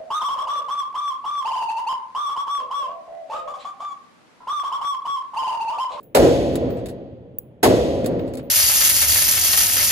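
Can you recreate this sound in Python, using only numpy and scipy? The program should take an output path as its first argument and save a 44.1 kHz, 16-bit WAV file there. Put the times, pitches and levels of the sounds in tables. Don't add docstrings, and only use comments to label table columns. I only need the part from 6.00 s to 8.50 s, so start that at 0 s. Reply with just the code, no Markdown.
import sys
import numpy as np
from scipy import signal
from scipy.fft import rfft, irfft
from scipy.io import wavfile
from scipy.ndimage import uniform_filter1d

SR = 44100
rng = np.random.default_rng(int(sys.argv[2]) if len(sys.argv) > 2 else 0)


def wav_record(signal):
    frames = np.transpose(np.atleast_2d(signal))
    bounded = np.clip(frames, -1, 1)
    quanta = np.round(bounded * 32767).astype(np.int16)
    wavfile.write(sys.argv[1], SR, quanta)


N = 110250
T = np.arange(N) / SR
HZ = np.maximum(np.fft.rfftfreq(N, 1 / SR), 1)

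# t/s, crack and thump gain/dB, boom gain/dB, echo gain/dB, swell gain/dB, swell delay/s
SHOTS = [(0.1461, 2, 0.5, 0, -2, .52), (1.6275, 0, -3, -2, -1, .51)]
# f/Hz, level/dB
CRACK_TONE = [(200, -68.5), (800, -55), (1400, -51), (2000, -50.5), (3000, -56.5), (4300, -54.5),
              (6000, -62), (9000, -56.5), (12000, -59), (15500, -65.5)]
# f/Hz, level/dB
THUMP_TONE = [(30, -70), (60, -49), (130, -50), (280, -42.5), (450, -33), (580, -33.5), (780, -39.5),
              (950, -45.5), (1400, -56.5), (4000, -84.5)]
# f/Hz, level/dB
BOOM_TONE = [(25, -68.5), (42, -57), (60, -40), (170, -47.5), (270, -40.5), (470, -38), (680, -46.5),
             (900, -62), (1300, -60), (2200, -69.5), (5000, -86.5), (15000, -86)]
# f/Hz, width/Hz, boost/dB
ROOM_RINGS = [(61.5, 10, 2.5), (126, 27, 3), (259.5, 34, 6), (333, 20, 6.5), (407.2, 9.8, 2.5),
              (478.7, 16, 7.5), (544.8, 29, 3.5), (674, 10, 4.5), (846, 10, 1.5), (998, 69, 6.5),
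              (1932, 45, 7.5), (2540, 40, 3), (2620, 17, 3.5), (3540, 40, 4)]

def rifle_shots():
    out = 0
    for start_s, crack_db, boom_db, echo_db, swell_db, swell_delay_s in SHOTS:
        crack = noise(at_hz(CRACK_TONE, HZ))
        crack *= envelope(attack_s=0.0056, hold_s=0.013, fall_db_per_s=477.5)
        thump = noise(at_hz(THUMP_TONE, HZ))
        thump *= envelope(attack_s=0.0087, hold_s=0.028, fall_db_per_s=902.5)
        boom = noise(at_hz(BOOM_TONE, HZ) + boosts(ROOM_RINGS))
        boom *= envelope(attack_s=0.016, hold_s=0.047, fall_db_per_s=137)
        near = from_db(crack_db) * (crack + thump) + from_db(boom_db) * delayed(boom, seconds=0.036)
        hall = from_db(echo_db) * hall_echo() + from_db(swell_db) * far_swell(swell_delay_s)
        out += delayed(near + hall, start_s)
    return out


# f/Hz, level/dB
ECHO_TONE = [(20, -71.5), (40, -67.5), (58, -46), (130, -48.5), (270, -45.5), (540, -37.5), (680, -43.5),
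             (900, -57), (1350, -67), (3200, -63), (6000, -67), (10500, -73), (15500, -91.5)]
# f/Hz, fade time/s
ECHO_FADE = [(45, 1.1), (130, 3.26), (270, 1.94), (550, 1.81), (1300, 1.295), (3200, 1.516), (6000, 1.05),
             (10000, 0.81), (15000, 1.3)]

def hall_echo():
    spectrum = rfft(noise(at_hz(ECHO_TONE, HZ) + boosts(ROOM_RINGS)))
    band_hz = 2 ** (np.round(2 * np.log2(np.maximum(HZ, 40))) / 2)
    out = 0
    for hz in np.unique(band_hz):
        band = irfft(spectrum * (band_hz == hz), N)
        attack_s = 0.012 + 11 / hz
        out += band * envelope(attack_s, hold_s=0, fall_db_per_s=60 / at_hz(ECHO_FADE, hz))
    return out


# f/Hz, level/dB
SWELL_TONE = [(25, -77.5), (42, -66.5), (60, -57.5), (130, -50.5), (270, -50), (520, -51), (680, -57.5),
              (1000, -75), (2200, -82), (5000, -105), (15000, -130)]

def far_swell(delay_s):
    rise_s, fall_db_per_s = 0.13, 44.5
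    rise = np.exp(-0.5 * (np.minimum(T - delay_s, 0) / rise_s) ** 2)
    fall = from_db(-fall_db_per_s * np.maximum(T - delay_s, 0))
    return noise(at_hz(SWELL_TONE, HZ) + boosts(ROOM_RINGS)) * rise * fall


STRIKE_ATTACK_S, STRIKE_HOLD_S = 0.00034, 0.00067
# t/s, clack gain/dB, fall/(dB/s), treble tilt/(dB/octave), ping gain/dB
LEVER_HITS = [(.005, -61, 706, 2.5, -74), (.029, -59.5, 700, 5.5, -52.5), (.526, -54, 500, 3, -74),
              (.537, -52, 597, 4.5, -62), (0.555, -25.5, 1106, 2.5, -61), (0.7038, -51, 1100, -9, -52),
              (.769, -50.5, 500, -1, -74), (.789, -57, 500, -6, -74), (0.8585, -35, 1200, 1.5, -62),
              (.866, -40.5, 1098, 1.5, -70), (0.8847, -40.5, 602, 2, -69), (.892, -42, 701, 1.5, -68),
              (0.899, -67, 800, 1, -73), (1.3855, -55.5, 451, 14, -49), (2.0441, -38, 1007, -4, -56),
              (2.0595, -24.5, 1004, 4, -57), (2.1933, -50.5, 1496.5, -12, -57),
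              (2.268, -60, 600, -3.5, -75), (2.2765, -49, 503, -1.5, -78), (2.336, -38.5, 800.5, 2.5, -72),
              (2.353, -36.5, 2500, 4, -75), (2.3714, -37, 703.5, 3, -76), (2.378, -49.5, 700, -2.5, -67.5),
              (2.393, -56, 717, -12, -76), (2.4299, -72, 701, 2, -55)]
# f/Hz, level/dB
BODY_TONE = [(200, -58), (1100, -38.5), (2500, -40), (6300, -48.5), (8200, -44.5), (11000, -45),
             (13500, -55), (16000, -49)]
# f/Hz, width/Hz, boost/dB
BODY_RINGS = [(1820, 63, 2.5), (3700, 160, 10), (4200, 130, 8), (4580, 270, 7.6), (5080, 180, 4.3),
              (6170, 58, 3.7), (7100, 78, 5.2), (7400, 130, 6), (8050, 280, 7), (9900, 190, 9.5),
              (10900, 90, 4.5)]
# f/Hz, level/dB, time to fade by 60 dB/s
SPRING_NOTES = [(15040, -3, .16), (15150, -0.5, .23), (15290, 0.5, 0.17), (15350, -9.5, .2),
                (15560, -8, .2), (10890, -19, .38), (10960, -24.5, .25), (12230, -24, .17)]

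def lever():
    body_db = at_hz(BODY_TONE, HZ) + boosts(BODY_RINGS)
    octaves = np.log2(np.maximum(HZ, 3000) / 8000)
    booth_echo = from_db(-38) * envelope(STRIKE_ATTACK_S, STRIKE_HOLD_S, fall_db_per_s=162.5)
    out = 0
    for start_s, clack_db, fall_db_per_s, tilt_db, ping_db in LEVER_HITS:
        strike = envelope(STRIKE_ATTACK_S, STRIKE_HOLD_S, fall_db_per_s)
        clack = noise(body_db + tilt_db * octaves) * (strike + booth_echo)
        ping = ringing_steel(SPRING_NOTES, scatter_db=2.5)
        out += delayed(from_db(clack_db) * clack + from_db(ping_db) * ping, start_s)
    return out


# f/Hz, level/dB, time to fade by 60 dB/s
TICK_NOTES = [(14900, 2, 0.015), (15300, -7, .01), (14700, -7, .008), (14100, -12, .004),
              (12330, -14, 0.0034)]

def high_tick():
    return from_db(-12) * delayed(ringing_steel(TICK_NOTES), seconds=1.3858)


def ringing_steel(notes, scatter_db=0):
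    t = T[:N // 5]
    out = np.zeros((2, N))
    for hz, db, fade_s in notes:
        level_db = db + scatter_db * rng.standard_normal() - 60 * t / fade_s
        out[:, :len(t)] += from_db(level_db) * np.sin(2 * np.pi * (hz * t + rng.random()))
    return out * np.minimum(T / STRIKE_ATTACK_S, 1)


# f/Hz, level/dB
VENT_TONE = [(25, -93.5), (60, -81), (130, -75), (200, -77), (270, -77.5), (520, -77.5), (720, -88),
             (1200, -103), (3200, -108), (4500, -125), (15000, -135)]

def ventilation():
    return noise(at_hz(VENT_TONE, HZ))


# f/Hz, likeness (0 to 1)
STEREO_LIKENESS = [(60, .68), (130, .78), (280, .9), (650, .91), (1000, .3), (1600, .05)]

def noise(db_per_hz):
    mid, side = rfft(rng.standard_normal((2, N)))
    alike = at_hz(STEREO_LIKENESS, HZ)
    pair = np.sqrt(1 + alike) * mid + np.sqrt(1 - alike) * side * np.array([[1], [-1]])
    return irfft(pair * from_db(db_per_hz) * np.sqrt(SR) / 2, N)


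def envelope(attack_s, hold_s, fall_db_per_s):
    rise = np.sin(np.pi / 2 * np.minimum(T / attack_s, 1)) ** 2
    drop_db = np.clip((T - attack_s - hold_s) * fall_db_per_s, 0, 200)
    return rise * from_db(-drop_db)


def boosts(rings):
    return sum(db / (1 + (2 * (HZ - hz) / width) ** 2) for hz, width, db in rings)


def at_hz(points, hz):
    row_hz, values = np.transpose(points)
    return np.interp(np.log(hz), np.log(row_hz), values)


def delayed(x, seconds):
    return np.pad(x, ((0, 0), (int(seconds * SR), 0)))[:, :N]


def from_db(db):
    return 10 ** (np.asarray(db) / 20)


def scene():
    return high_tick() + rifle_shots() + lever() + ventilation()


def microphone(x):
    left_lag_s, treble_hz = 0.000217, 6000
    left, right = rfft(np.hstack([x, x[:, ::-1]]))
    hz = np.maximum(np.fft.rfftfreq(2 * N, 1 / SR), 1)
    shared = 1 / (1 + (treble_hz / hz) ** 20)
    left = np.sqrt(1 - shared) * left - np.sqrt(shared) * right
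    left *= np.exp(-2j * np.pi * hz * left_lag_s)
    return irfft(np.array([left, right]), 2 * N)[:, :N]


def limiter(x, limit_db, recovery_db_per_s):
    peak_db = 20 * np.log10(np.abs(x).max(axis=0) + 1e-9)
    over_db = np.maximum(peak_db - limit_db, 0)
    recovery_db = recovery_db_per_s * T
    cut_db = np.maximum.accumulate(over_db + recovery_db) - recovery_db
    return x * from_db(-uniform_filter1d(cut_db, size=44))


def record(dry):
    limited = limiter(microphone(dry), limit_db=-2.2, recovery_db_per_s=303)
    clipped = np.clip(limited, -0.78, 0.78)
    treble_cut = signal.butter(16, 15900, fs=SR, output="sos")
    return signal.sosfiltfilt(treble_cut, clipped)


dry = scene()
out = record(dry)
wav_record(out)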